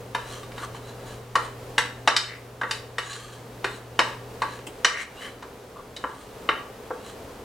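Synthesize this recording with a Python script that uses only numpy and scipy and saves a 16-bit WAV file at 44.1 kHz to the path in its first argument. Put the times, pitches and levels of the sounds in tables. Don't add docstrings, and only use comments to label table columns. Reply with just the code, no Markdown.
import sys
import numpy as np
from scipy import signal
from scipy.fft import rfft, irfft, next_fast_len
from scipy.io import wavfile
from scipy.ndimage import uniform_filter1d, map_coordinates

SR = 44100
rng = np.random.default_rng(int(sys.argv[2]) if len(sys.argv) > 2 else 0)


def wav_out(sig):
    wavfile.write(sys.argv[1], SR, np.round(np.clip(np.atleast_2d(sig).T, -1, 1) * 32767).astype(np.int16))


N = 328104

# frequency in Hz, relative density in dB.
FAN_SPECTRUM = [(15, -22), (30, -9.5), (60, -4.5), (90, -6), (170, -8.5), (260, -4.5), (340, -9), (400, -1),
                (490, -1.5), (600, -7), (1000, -12), (2000, -20.5), (6000, -28.5), (16000, -34.5)]
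# time in seconds, level in dB.
DRONE_LEVELS = [(0, -62.5), (.5, -59), (1.9, -55), (2.2, -70), (7.44, -67)]
# start in seconds, level in dB, hardness in dB of treble over bass,
# powder cushion cut-off in Hz, favoured note in Hz, its lift in dB, ping in Hz.
KNOCKS = [(0.1476, -23.5, -8.5, 15800, 820, 4, 11000), (.431, -43.5, 20, 9000, 1140, 20, 3750),
          (0.518, -46.5, 3, 12000, 2300, 7, 4780), (0.579, -37, -7, 14560, 1180, -1, 2860),
          (0.746, -42, -5, 14000, 1050, 13, 2920), (1.354, -16, -5, 11500, 1020, 10, 6900),
          (1.7799, -16, 6.5, 11100, 920, 4.5, 3340), (2.0751, -10.5, -0.5, 8400, 1170, 5, 5630),
          (2.1641, -14.5, 26, 8200, 1310, 12, 4950), (2.613, -23, -12.5, 9050, 1330, 10, 3530),
          (2.633, -25, -4, 1980, 1050, 3, 3600), (2.7097, -23, 16.5, 19000, 940, 9.5, 5000),
          (2.9822, -23, 4, 11800, 1140, 1.5, 2900), (3.13, -37.5, 28, 14000, 1130, -4, 4100),
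          (3.6431, -22.5, -7.5, 14000, 1230, -1, 4260), (3.9908, -14.5, -1.5, 9200, 1075, 5.5, 5200),
          (4.419, -21.5, -9.5, 15000, 1030, 5.5, 4150), (4.5892, -47, -3, 15000, 1910, -1, 2960),
          (4.8462, -11.5, 11, 8460, 1220, 5, 5930), (5.4244, -37.5, -7, 15000, 1070, 10.5, 5800),
          (5.964, -36.5, 25, 9000, 1960, -4, 3900), (6.039, -25.5, -15.5, 2100, 1010, 3, 3020),
          (6.489, -17.5, -2.5, 3670, 1180, 4, 2700), (6.9053, -28, -23, 1450, 450, 13.5, 5430)]
# frequency in Hz, relative level in dB, t60 in seconds.
DISH_MODES = [(305, -9.5, 0.032), (460, -13.5, 0.15), (497, -2, 0.1), (890, -1, 0.11), (974, 3.5, 0.027),
              (1036, -18, 0.026), (1151, 5, 0.074), (1242.4, -8, 0.062), (1349, -6.5, 0.32),
              (1524, -12, 0.19), (1625, -0.5, 0.17), (1690, -28, 0.2), (1879, 4.5, 0.03), (2040, -4, 0.078),
              (2120, 2.5, 0.015), (2263, -17.5, 0.089), (2515, -29, 0.13), (2890, 2, 0.015),
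              (2910, -3, 0.021), (3028, 3.5, 0.028), (3690, 4.5, 0.026), (5070, -40, 0.11),
              (5440, -18, 0.11), (5690, -4.5, 0.01), (6720, -5.5, 0.016), (7900, -10, 0.047),
              (8900, -43, 0.24)]
# frequency in Hz, relative density in dB.
CRACK_SPECTRUM = [(100, -49), (300, -6.5), (750, -3), (1000, -0.5), (1700, 3.5), (2450, -3), (2950, -4.5),
                  (3350, -14.5), (3800, -5.5), (6000, -15), (6350, -19), (8000, -16.5), (11300, -23.5),
                  (16000, -54)]
# peak time in seconds, rise in seconds, fall in seconds,
# effort in dB, singing resonance in Hz.
PUSHES = [(.33, 0.1, 0.076, -41.5, 5800), (.62, 0.039, 0.033, -38, 1150), (.77, .02, 0.014, -43, 3040),
          (.89, 0.036, .04, -49.5, 4100), (1.11, 0.073, 0.045, -45.5, 1150),
          (1.44, 0.051, 0.034, -41.5, 8300), (2.75, 0.042, 0.03, -36.5, 10700),
          (3.1, 0.064, 0.16, -35.5, 6950), (3.33, 0.02, 0.046, -54.5, 6950),
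          (3.76, 0.068, 0.026, -47, 8300), (4.09, 0.068, 0.048, -47, 3040), (4.53, .07, 0.049, -45.5, 1680),
          (5, 0.034, 0.036, -35, 5770), (5.25, 0.067, 0.046, -38, 3040), (6.2, 0.093, 0.059, -51, 8300),
          (7.1, 0.069, 0.024, -45.5, 8300)]
# frequency in Hz, relative density in dB.
FLOUR_SPECTRUM = [(300, -31), (900, -8), (1150, 2.5), (2300, -3.5), (4000, -6), (5000, -11), (6000, -12),
                  (8500, -12), (11500, -19.5), (13000, -26), (16000, -32)]
# centre in Hz, width in Hz, nominal lift in dB.
SPOON_MODES = [(1150, 80, 7), (1680, 140, 5), (3040, 220, 12), (4100, 280, 12), (5900, 300, 8),
               (6950, 380, 9), (8300, 440, 7), (10700, 500, 8)]
# start in seconds, length in seconds, relative level in dB, centre in Hz.
STICK_SLIPS = [(0.586, 0.087, -48, 1310), (2.262, 0.13, -48.5, 2100), (4.62, 0.18, -55.5, 392),
               (4.929, .11, -38.5, 2070), (5.201, 0.1, -50.5, 2050), (5.752, 0.057, -51, 1130)]
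# frequency in Hz, relative density in dB.
CLICK_SPECTRUM = [(500, 11), (2400, 2), (3000, 18), (3700, -5), (8500, 3), (16000, -12)]
# frequency in Hz, t60 in seconds.
KITCHEN_T60 = [(150, 0.56), (1000, 0.42), (2500, 0.41), (6000, 0.36), (14000, 0.34)]
# frequency in Hz, side gain in dB.
SIDE_GAINS = [(60, -30), (130, -20), (300, -18), (550, -12), (1000, -6.5), (2500, -6.5), (8000, -4.5),
              (10500, -7), (12500, -21)]

THERMOSTAT_OFF_S = 4.667


def amp(db):
    return 10 ** (np.asarray(db) / 20)


def unit_rms(x):
    return x / np.sqrt(np.mean(x ** 2) + 1e-20)


def unit_energy(x):
    return x / np.sqrt(np.sum(x ** 2, axis=-1, keepdims=True) + 1e-20)


def log_interp(points, hz):
    points_hz, values = np.transpose(points)
    return np.interp(np.log(hz + 1), np.log(points_hz + 1), values)


def bell(hz, centre_hz, width_hz):
    return 1 / (1 + (2 * (hz - centre_hz) / width_hz) ** 2)


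def wobble(rate_hz):
    knots = rng.standard_normal(int(N * rate_hz / SR) + 4)
    return map_coordinates(knots, [np.arange(N) * rate_hz / SR])


def filtered(x, gain):
    n = x.shape[-1]
    padded = next_fast_len(n + 8192)
    return irfft(rfft(x, padded) * gain(np.fft.rfftfreq(padded, 1 / SR)), padded)[..., :n]


def noise(shape, spectrum):
    return filtered(rng.standard_normal(shape), lambda hz: amp(log_interp(spectrum, hz)))


def add(track, start_s, sound):
    part = track[..., round(start_s * SR):][..., :sound.shape[-1]]
    part += sound[..., :part.shape[-1]]


def stereo(mid, side):
    side = filtered(side, lambda hz: amp(log_interp(SIDE_GAINS, hz)))
    return np.array([mid + side, mid - side])


def in_kitchen(x, tail_db, early_db):
    hz, frame_s, spectra = signal.stft(rng.standard_normal((2, SR // 2)), SR, nperseg=256)
    decay = amp(-60 * frame_s / log_interp(KITCHEN_T60, hz)[:, None])
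    tail = signal.istft(spectra * decay, SR, nperseg=256)[1]
    t = np.arange(tail.shape[1]) / SR
    tail = unit_energy(tail * (1 - np.exp(-t / .003)))
    early = unit_energy(rng.standard_normal(tail.shape) * (t > .001) * np.exp(-t / .0014))
    mid, side = amp(tail_db) * tail + amp(early_db) * early
    mid[0] += 1
    return signal.fftconvolve(x[None], stereo(mid, side), axes=1)[:, :N]


def fan():
    mid, side = noise((2, N), FAN_SPECTRUM)
    return stereo(mid, side) / np.std(mid) * amp(-42.5 + 1.2 * wobble(7.1))


def drone(centre_hz=34, width_hz=6):
    band = filtered(rng.standard_normal(N), lambda hz: np.exp(-((hz - centre_hz) / width_hz) ** 2))
    level_db = np.interp(np.arange(N) / SR, *np.transpose(DRONE_LEVELS))
    return amp(level_db) * unit_rms(band)


def stove_hum(hum_hz=120):
    t = np.arange(N) / SR
    tone = np.sqrt(2) * np.sin(2 * np.pi * hum_hz * t + .06 * wobble(5))
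    heating = np.exp(-np.maximum(t - THERMOSTAT_OFF_S, 0) / .013)
    return tone * (amp(-48.5) * heating + amp(-56.5)) * amp(wobble(3.7))


def contact_gain(hz, hardness_db, cushion_hz, note_hz, note_db, ping_hz):
    pivot_hz, span_octaves, ping_db, leak_db = 1860, .9, 8, -17
    edge_db = hardness_db / 2 * np.tanh(np.log2((hz + 1) / pivot_hz) / span_octaves)
    spot_db = note_db * bell(hz, note_hz, .23 * note_hz) + ping_db * bell(hz, ping_hz, .06 * ping_hz)
    cushion = 1 / np.sqrt(1 + (hz / cushion_hz) ** 8)
    return amp(edge_db + spot_db) * (cushion + amp(leak_db))


def knocks(crack_t60_s=.068, attack_s=.0014):
    out, t = np.zeros((2, N)), np.arange(SR // 4) / SR
    mode_hz, mode_db, t60_s = np.transpose(DISH_MODES)
    decay = amp(-60 * t / t60_s[:, None])
    attack = 1 - np.exp(-t / attack_s)
    for start_s, level_db, *contact in KNOCKS:
        hz = mode_hz * (1 + .005 * rng.standard_normal(len(mode_hz)))
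        strengths = unit_energy(amp(mode_db + 1.34 * rng.standard_normal(len(hz))))
        phase = rng.uniform(0, 2 * np.pi, (len(hz), 1))
        modes = unit_energy(np.sin(2 * np.pi * hz[:, None] * t + phase) * decay)
        ring = (strengths * contact_gain(hz, *contact)) @ modes
        grit = unit_rms(noise(len(t), CRACK_SPECTRUM))
        crack = filtered(grit, lambda f: contact_gain(f, *contact))
        crack *= unit_energy(amp(-60 * t / crack_t60_s))
        knock = in_kitchen((ring + crack) * attack, tail_db=-5.5, early_db=-12)
        add(out, start_s, amp(level_db) * knock / np.std(knock[:, :SR // 50]))
    return out


def pushes(glide_db=-57, climb_per_s=.3, sag=.07):
    t = np.arange(N) / SR
    peak_s, rise_s, fall_s, push_db, singing_hz = np.transpose(PUSHES)[..., None]
    from_peak = np.maximum((peak_s - t) / rise_s, (t - peak_s) / fall_s)
    swells = np.exp(-np.minimum(from_peak, 10) ** 1.6)
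    effort = amp(glide_db) + np.sum(amp(push_db) * swells, axis=0)
    active, depth = swells.argmax(axis=0), swells.max(axis=0)
    pitch_ratio = 1 + climb_per_s * (t - peak_s[active, 0]) - sag * (1 - depth) ** 4
    return 20 * np.log10(effort), pitch_ratio, singing_hz[active, 0]


def stirring(singing_db=7):
    grains = rng.standard_normal(N) * amp(2.5 * wobble(700) + 1.8 * wobble(45))
    hz, frame_s, spectra = signal.stft(grains, SR, nperseg=1024)
    frames = np.minimum(np.round(frame_s * SR).astype(int), N - 1)
    effort_db, pitch_ratio, singing_hz = pushes()
    pressure = np.interp(effort_db[frames], [-60, -47], [.2, 1])
    bend = pitch_ratio[frames] * (1 + .016 * wobble(7)[frames])
    lift_db = 0
    for centre_hz, width_hz, mode_db in SPOON_MODES:
        extra_db = singing_db * bell(singing_hz[frames], centre_hz, .2 * centre_hz)
        extra_db += 2 * wobble(7)[frames]
        lift_db += (mode_db + extra_db) * bell(hz[:, None], centre_hz * bend, width_hz)
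    colour_db = log_interp(FLOUR_SPECTRUM, hz)[:, None] + pressure * lift_db
    swish = signal.istft(spectra * amp(colour_db), SR, nperseg=1024)[1][:N]
    return in_kitchen(unit_rms(swish) * amp(effort_db - 5), tail_db=-9, early_db=-6)


def stick_slip(slips_per_s=900):
    out, t = np.zeros(N), np.arange(SR // 4) / SR
    for start_s, length_s, level_db, centre_hz in STICK_SLIPS:
        slips = (rng.random(len(t)) < slips_per_s / SR) * rng.standard_normal(len(t))
        band = filtered(slips, lambda hz: bell(hz, centre_hz, .4 * centre_hz))
        arch = np.sqrt(np.abs(np.sin(np.pi * np.minimum(t / length_s, 1))))
        add(out, start_s, amp(level_db - 5.5) * unit_rms(band) * arch)
    return in_kitchen(out, tail_db=5.5, early_db=11.5)


def thermostat_click(t60_s=.11):
    out, t = np.zeros(N), np.arange(SR // 10) / SR
    snap = unit_rms(noise(len(t), CLICK_SPECTRUM)) * amp(-60 * t / t60_s)
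    add(out, THERMOSTAT_OFF_S, amp(-43.5) * snap)
    return in_kitchen(out, tail_db=-13, early_db=8)


def gain_control(x, limit_db=-12, recovery_db_per_s=2):
    power = np.abs(uniform_filter1d(np.mean(x ** 2, axis=0), size=SR // 100))
    over_db = np.maximum(10 * np.log10(power + 1e-12) - limit_db, 0)
    recovered_db = recovery_db_per_s * np.arange(N) / SR
    return x * amp(recovered_db - np.maximum.accumulate(over_db + recovered_db))


def scene():
    spoon_and_dish = knocks() + stirring() + stick_slip()
    background = fan() + drone() + stove_hum() + thermostat_click()
    return (spoon_and_dish + background) * amp([[.17], [-.17]])


def record(dry):
    ducked = gain_control(dry)
    rounded = ducked / (1 + np.abs(ducked) ** 6) ** (1 / 6)
    return filtered(rounded, lambda hz: hz < 16000)


dry = scene()
out = record(dry)
wav_out(out)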